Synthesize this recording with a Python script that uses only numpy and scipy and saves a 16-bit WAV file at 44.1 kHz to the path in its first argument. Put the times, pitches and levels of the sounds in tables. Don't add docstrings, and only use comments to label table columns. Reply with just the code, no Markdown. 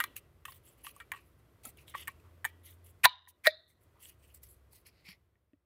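import sys
import numpy as np
from scipy import signal
from scipy.fft import rfft, irfft, next_fast_len
from scipy.io import wavfile

SR = 44100
rng = np.random.default_rng(int(sys.argv[2]) if len(sys.argv) > 2 else 0)


def transcribe(signal):
    frames = np.atleast_2d(signal).T
    limited = np.clip(frames, -1, 1)
    pcm = np.round(limited * 32767).astype(np.int16)
    wavfile.write(sys.argv[1], SR, pcm)


N = 249561

# t/s, rumble level/dB, room noise level/dB
BACKGROUND = [(0.0, -67, -62.5), (0.31, -63.5, -72), (1.0, -70, -68.5), (1.37, -67, -71.5),
              (1.69, -64, -69), (2.13, -63, -67.5), (2.6, -71.5, -70), (3.04, -64.5, -70.5),
              (3.17, -82.5, -91.5), (3.39, -78.5, -76.5), (3.7, -78.5, -80.5), (3.86, -69.5, -72.5),
              (4.4, -66, -72.5), (5.03, -72.5, -73.5), (5.3, -75, -82), (5.66, -86, -88)]
# f/Hz, relative level per Hz/dB
RUMBLE_SPECTRUM = [(12, -56), (20, -34), (27, -24), (35, -14.5), (46, -10), (75, -1), (95, 0), (156, -10),
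                   (220, -33), (290, -45), (480, -120)]
# f/Hz, relative level per Hz/dB
ROOM_NOISE_SPECTRUM = [(88, -33.5), (150, -4.5), (259, -3.5), (361, -1.5), (649, -7), (821, -14),
                       (1080, -10), (1870, -16.5), (6510, -29), (14000, -24.5), (16000, -33)]
# f/Hz, level over the room noise/dB
AIRY_BANDS = [(2000, -20.5), (3280, -27)]
# t/s, f/Hz, level/dB
HUM = [(0, 54.9, -79), (.8, 56.6, -74), (1.5, 63.26, -69), (1.95, 71.4, -72), (2.25, 84.1, -62.5),
       (2.5, 86.1, -63.5), (2.92, 86.6, -58.5), (3.04, 87.1, -77), (3.8, 78.86, -79), (4.45, 67.3, -61.5),
       (5.0, 64.83, -80.5), (5.66, 61.84, -94)]
# t/s, plate peak level/dB, casting f/Hz, casting peak level/dB, clip f/Hz, clip peak level/dB,
# edge peak level/dB, chatter decay/ms, slide-in/ms (below one slide step: none)
CONTACTS = [(0.002, -18.5, 1250, -28.5, 2790, -27, -21.5, 5.5, -2.5),
            (0.0388, -24.5, 1170, -32.5, 3510, -28, -24.5, 2.46, 0),
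            (0.164, -62, 1270, -70, 2600, -39, -29.5, 3.6, 0),
            (0.452, -39.5, 1255, -44, 2640, -34, -38.5, 6.1, 0),
            (0.48, -49, 1060, -43.5, 2770, -47, -62, 5.5, 0),
            (0.521, -51, 1120, -55.5, 4470, -49.5, -50, 2.2, 0),
            (0.846, -56, 1030, -50, 3020, -54, -54, 0.96, 0),
            (0.867, -36.5, 1160, -40.5, 2950, -32.5, -47, 1.2, 0),
            (0.963, -70, 1130, -51, 2870, -70, -43, 2.1, 0),
            (1.001, -39.5, 1336, -46.5, 2930, -43, -51.5, 10.4, 0),
            (1.1175, -26.5, 1068, -40, 2760, -40, -35, 3.3, -2),
            (1.652, -49.5, 1310, -48.5, 3420, -46.5, -30.5, 3.8, 0),
            (1.772, -94, 900, -80, 3000, -57, -53, 3, 0),
            (1.879, -84, 1110, -80, 3260, -43.5, -49.5, 8.3, 0),
            (1.9495, -32, 1122, -30.5, 3620, -44.5, -69, 0.86, 11),
            (2.0785, -28, 1100, -40.5, 2850, -38, -32, 3.9, 9),
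            (2.4495, -19, 874, -34.5, 3000, -32.5, -25.5, 6, 7),
            (3.0505, -4.5, 991, -15.5, 3515, -11.5, -8.5, 3, 13),
            (3.055, -13.5, 912, -12.5, 3454, -2, -18.5, 1.3, 0),
            (3.273, -51, 1009, -57, 3150, -66.5, -72, 2.6, -2.5),
            (3.461, -20, 924, -45, 2910, -39, -27, 2.8, 21),
            (3.469, -9, 618, -15.5, 4010, -11.5, -21.5, 3.5, -29),
            (4.055, -76, 550, -69, 2960, -43.5, -49, 2.1, 0.5),
            (4.345, -65, 1330, -76, 2637, -71, -45, 2.8, 0), (4.432, -69, 570, -71, 2813, -73, -43, 2.8, 0),
            (4.731, -68, 908, -66.5, 4376, -58, -47.5, 1.87, 0),
            (4.866, -67, 1090, -74, 3940, -73, -47.5, 4.4, 0),
            (5.089, -50, 1162, -72, 2720, -44, -54, 2.4, 0),
            (5.355, -67.5, 594, -85, 2710, -85, -90, 1.5, 0),
            (5.533, -70.5, 597.5, -70, 2584, -68, -81, 1, 0)]
# plate peak level/dB, casting f/Hz, casting peak level/dB, clip f/Hz,
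# clip peak level/dB, edge peak level/dB, chatter decay/ms
RATTLE = (-43, 1106, -44, 2692, -43, -54, 4.5)
# f/Hz, relative level/dB, t60/s
PLATE_MODES = [(1620, -9, 0.041), (1806.4, 0.5, 0.024), (1885, 8, 0.037), (2030, -2.5, 0.03),
               (2190, -1, 0.025), (2323, -8.5, 0.075), (1930, -34.5, 0.68)]
# f/Hz, relative level/dB, t60/s
EDGE_MODES = [(6730, -11, 0.01), (7600, -5.5, 0.0093), (8176, -4.5, 0.0053), (8750, 0.5, 0.0054),
              (9660, -3.5, .012), (10650, -6.5, 0.015), (11020, -8, .012), (12320, -3.5, 0.0068),
              (12460, 2, 0.0049), (13300, -4.5, 0.019), (12400, -4, 0.0048), (15100, -2.5, 0.016),
              (15550, -5.5, 0.0065), (14830, -3, .01)]
# pitch ratio, relative level/dB, t60 in full ring/s
CASTING_MODES = [(1.0, -0.5, 0.067), (1.7, -5.5, 0.032), (1.01, -30, 0.22)]
CLIP_MODES = [(1.0, 5.5, 0.012), (1.12, -1, 0.011), (1.0, -27, 0.42), (1.15, -27, 0.17)]
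# start t/s, length/ms, metal scrape level/dB, scrape f/Hz, glove rustle level/dB
STROKES = [(0.011, 75, -55.5, 1960, -52), (0.156, 47, -58, 2590, -43.5), (0.455, 170, -70, 3300, -57),
           (0.629, 158, -77, 3000, -58), (0.769, 110, -79.5, 2800, -69), (0.835, 103, -60.5, 2750, -45.5),
           (.925, 140, -76, 2630, -64), (1.119, 151, -69, 2560, -66.5), (1.231, 140, -92, 2100, -72),
           (1.371, 60, -91, 2500, -70), (1.631, 104, -65.5, 2300, -48.5), (1.64, 73, -60, 706, -80),
           (1.766, 102, -69, 2540, -61), (1.862, 106, -67, 3330, -59), (1.942, 144, -56, 3080, -49.5),
           (2.066, 74, -63.5, 2420, -58.5), (2.197, 13, -74, 2430, -67), (2.235, 79, -70, 1200, -87),
           (2.45, 76, -64, 2200, -60), (2.63, 155, -70, 3330, -54), (2.839, 99, -77, 3000, -56),
           (3.033, 43, -29, 2503, -25.5), (3.276, 53.5, -77.5, 3100, -54.5), (3.436, 89, -45, 2190, -49),
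           (3.675, 83, -82.5, 2010, -65.5), (3.80, 92, -89, 1997, -69.5), (3.945, 96, -71, 1051, -87),
           (3.99, 180, -71, 2950, -53.5), (4.085, 60, -73, 2800, -87), (4.18, 213, -86, 2670, -68),
           (4.225, 45, -75, 2693, -72), (4.28, 81, -78, 2800, -83), (4.335, 66, -78, 4940, -57.5),
           (4.418, 92, -75.5, 5310, -53), (4.471, 135, -86.5, 4500, -60), (4.704, 154, -78, 4500, -60),
           (4.85, 73, -66.5, 4704, -62.5), (4.901, 286, -80, 4400, -85.5), (5.035, 160, -65, 2186, -66),
           (5.05, 121, -61.5, 4790, -73)]
# f/Hz, relative level per Hz/dB
SCRAPE_SPECTRUM = [(410, -55.5), (700, -15), (1410, -13.5), (1670, -10.5), (2000, 2.5), (2400, -0.5),
                   (2650, -1), (4720, -10.5), (7000, -17), (9100, -52), (15400, -120)]
# f/Hz, relative level per Hz/dB
RUSTLE_SPECTRUM = [(2650, -18), (4500, -14.5), (5120, -19), (6870, -4.5), (7940, -4), (10000, -1),
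                   (11500, 3.5), (15100, -5.5), (16200, -15)]
# f/Hz, t60/s
GARAGE_T60 = [(300, 0.13), (1000, 0.55), (2000, 0.34), (4000, 0.25), (6000, 0.15), (14000, 0.093)]
# t/s, level before the start is rounded/dB, f/Hz, t60/s
BUMPS = [(1.652, -35, 440, 0.01), (1.666, -42, 242, 0.039), (1.948, -36, 563, 0.017),
         (3.046, -30.5, 118.4, 0.041), (5.085, -47.5, 182, 0.09), (5.533, -47.5, 286, 0.044)]

WHINE_HZ, WHINE_DB = 349, -12.5
SLIDE_STEP_MS, SLIDE_GAIN_DB, SLIDE_CHATTER_MS = 5, 6.5, 3.3
SLIDE_CASTING_HZ, SLIDE_CLIP_HZ = 1213, 2770
RATTLE_S, RATTLE_STEP_MS, RATTLE_LOSS_DB = 1.135, 13, 4
LIGHT_DB, LIGHT_RING, HARD_DB = -28.5, 0.58, -11
FOLLOW_S, DAMPING_MS = 0.012, 3.9
CROWD_HZ, CLIP_CROWD_HZ = 70, 1000
BROAD_HZ = 2300
GARAGE_DB = -47
LIMIT, CUTOFF_HZ = 0.8, 16450


def amp(db):
    return 10 ** (np.asarray(db) / 20)


def rms_one(x):
    return x / np.sqrt(np.mean(x ** 2) + 1e-20)


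def in_time(rows):
    s, *columns = np.transpose(rows)
    return [np.interp(np.arange(N) / SR, s, column) for column in columns]


def at_hz(points, hz):
    table_hz, values = np.array(points).T
    return np.interp(np.log(hz + 1), np.log(table_hz), values)


def colour(x, spectrum):
    size = next_fast_len(N)
    gain = amp(at_hz(spectrum, np.fft.rfftfreq(size, 1 / SR)))
    return rms_one(irfft(rfft(x, size) * gain, size)[:N])


def band(x, low_hz, high_hz):
    return signal.sosfilt(signal.butter(2, [low_hz, high_hz], "band", fs=SR, output="sos"), x)


def drift(rate):
    knots = rng.standard_normal(N // 100 + 2)
    return rms_one(np.interp(np.arange(N) / SR * rate, np.arange(len(knots)), knots))


def mode(hz, t60, size=14000):
    t = np.arange(size) / SR
    return np.sin(2 * np.pi * hz * t) * amp(-60 * t / t60)


def add(out, s, sound):
    at = max(round(s * SR), 0)
    out[at:at + len(sound)] += sound[:N - at]


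def background():
    rumble_db, noise_db = in_time(BACKGROUND)
    rumble = amp(rumble_db + 0.5 * drift(24)) * colour(rng.standard_normal(N), RUMBLE_SPECTRUM)
    whine = amp(WHINE_DB) * np.sin(2 * np.pi * WHINE_HZ * np.arange(N) / SR)
    air = rng.standard_normal(N)
    hisses = sum(amp(db) * rms_one(band(air, hz * 0.975, hz * 1.025)) for hz, db in AIRY_BANDS)
    room_noise = colour(rng.standard_normal(N), ROOM_NOISE_SPECTRUM)
    return rumble + amp(noise_db) * (room_noise + whine + hisses)


def hum():
    hz, db = in_time(HUM)
    sine = np.sin(2 * np.pi * np.cumsum(hz) / SR)
    return np.sqrt(2) * amp(db + 0.76 * drift(26)) * sine


def touches():
    rows = []
    for *blow, slide_ms in CONTACTS:
        s, plate_db, _, cast_db, _, clip_db, edge_db, _ = blow
        rows.append(tuple(blow))
        for k in range(1, int(slide_ms / SLIDE_STEP_MS) + 1):
            loss = k * SLIDE_GAIN_DB
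            rows.append((s - k * SLIDE_STEP_MS / 1000, plate_db - loss, SLIDE_CASTING_HZ, cast_db - loss,
                         SLIDE_CLIP_HZ, clip_db - loss, edge_db - loss, SLIDE_CHATTER_MS))
    plate_db, cast_hz, cast_db, clip_hz, clip_db, edge_db, chatter_ms = RATTLE
    for k in range(5):
        loss = k * RATTLE_LOSS_DB
        late = (k - 0.152 * (k % 2)) * RATTLE_STEP_MS / 1000
        rows.append((RATTLE_S + late, plate_db - loss, cast_hz, cast_db - loss,
                     clip_hz, clip_db - loss, edge_db - loss, chatter_ms))
    return sorted(rows)


def beating(crowd_hz, count):
    knots = rng.standard_normal((count, 700))
    return [np.interp(np.arange(14000) / SR * crowd_hz, np.arange(700), row) for row in knots]


def body(modes, beats, pitch_hz=1, ring=1):
    rows = []
    for (ratio, db, t60), beat in zip(modes, beats):
        hz = pitch_hz * ratio
        sound = mode(hz, t60) * beat if t60 > 0.12 else mode(hz, t60 * ring)
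        rows.append(amp(db) * sound)
    return np.array(rows)


def micro_bounces(chance, size, chatter_ms):
    t_ms = np.arange(1200) / SR * 1000
    swell = np.exp(-t_ms / max(chatter_ms, 0.2)) * (1 - np.exp(-t_ms / 0.34))
    bounces = 0.83 * size * (np.abs(chance) > 1.5) * swell
    bounces[20] = 1.5
    return bounces


def contacts():
    out = np.zeros(N)
    beats = beating(CROWD_HZ, count=len(EDGE_MODES))
    wash = beating(CLIP_CROWD_HZ, count=len(CLIP_MODES))
    plate, edges = body(PLATE_MODES, beats), body(EDGE_MODES, beats)[:, :3000]
    rows = touches()
    luck = rng.standard_normal((len(rows), 4, 1200))
    gaps = np.diff([row[0] for row in rows], append=9)
    for row, z, gap in zip(rows, luck, gaps):
        s, plate_db, cast_hz, cast_db, clip_hz, clip_db, edge_db, chatter_ms = row
        bounces = micro_bounces(z[1], z[0], chatter_ms)
        ring = np.interp(cast_db, [LIGHT_DB, HARD_DB], [LIGHT_RING, 1])
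        plate_gains = amp(3 * z[2, :len(plate)])
        edge_gains = amp(3.5 * z[3, :len(edges)]) * np.sign(z[2, -len(edges):])
        plate_ring = band(plate_gains @ plate, 1200, 3700)
        edge_ring = band(edge_gains @ edges, 4500, 15500)
        clip_ring = band(body(CLIP_MODES, wash, clip_hz).sum(axis=0), clip_hz * 0.3, clip_hz * 2.2)
        cast_ring = body(CASTING_MODES, beats[1:], cast_hz, ring).sum(axis=0)
        cast_ring = band(band(cast_ring, cast_hz * 0.75, cast_hz * 1.2), cast_hz * 0.59, cast_hz * 3.0)
        parts = [(plate_ring, plate_db, True), (edge_ring, edge_db, True),
                 (clip_ring, clip_db, True), (cast_ring, cast_db, False)]
        for part, db, light in parts:
            rung = signal.fftconvolve(bounces, part)
            if light and gap < FOLLOW_S:
                since_next = np.maximum(np.arange(len(rung)) / SR - gap, 0)
                rung = rung * np.exp(-since_next * 1000 / DAMPING_MS)
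            add(out, s, amp(db) * rung / np.abs(rung).max())
    return out


def grit(per_s, spread_db):
    hits = rng.random(N) < per_s / SR
    sizes = amp(spread_db * np.minimum(rng.exponential(1, N), 5))
    return hits * sizes * rng.choice([-1, 1], N)


def glove_rustle():
    rustle = colour(grit(6600, spread_db=3.0), RUSTLE_SPECTRUM)
    folds_hz = [(3000, 7000), (7000, 9500), (9500, 12500), (12500, 17500)]
    rustle = sum(amp(1.8 * drift(45)) * band(rustle, *fold) for fold in folds_hz)
    return amp(3 * drift(110)) * rustle


def rubs():
    out = np.zeros(N)
    grains, flicker = grit(3500, spread_db=1.5), amp(2.4 * drift(170))
    scrape, grains = flicker * colour(grains, SCRAPE_SPECTRUM), flicker * grains
    rustle = glove_rustle()
    for s, length_ms, scrape_db, hz, rustle_db in STROKES:
        at, size = round(s * SR), round(length_ms * SR / 1000)
        stroke = slice(at, at + size)
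        phase = np.arange(len(out[stroke])) / size
        swell = np.sin(np.pi * phase ** 0.58) ** 2.0
        tuned = band(band(grains[stroke], hz * 0.8, hz * 1.25), hz * 0.7, hz * 1.4)
        broad = 1.2 * min(hz / BROAD_HZ, 1) ** 2 * scrape[stroke]
        metal = rms_one(tuned) + broad
        add(out, s, swell * (amp(scrape_db) * metal + amp(rustle_db) * rustle[stroke]))
    return out


def garage(x):
    size = next_fast_len(N + SR)
    hz = np.fft.rfftfreq(size, 1 / SR)
    t60, walls = np.maximum(at_hz(GARAGE_T60, hz), 0.03), 0
    for k, lag_s in enumerate(rng.uniform(0.0095, 0.032, 24)):
        trip = amp(-60 * lag_s / t60) * np.exp(-2j * np.pi * hz * lag_s)
        walls = walls + (-1) ** k * trip / (1 - trip)
    return irfft(rfft(x, size) * walls, size)[:N]


def bumps():
    out = np.zeros(N)
    rounded = 1 - np.exp(-np.arange(12000) / SR / 0.003)
    for s, db, hz, t60 in BUMPS:
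        add(out, s, amp(db) * mode(hz, t60, size=12000) * rounded)
    return out


def scene():
    work = contacts() + rubs() + bumps()
    return (work + amp(GARAGE_DB) * garage(work) + background() + hum())[None]


def record(dry):
    rounded = LIMIT * np.tanh(dry / LIMIT)
    return signal.sosfilt(signal.cheby2(12, 50, CUTOFF_HZ, fs=SR, output="sos"), rounded)


dry = scene()
out = record(dry)
transcribe(out)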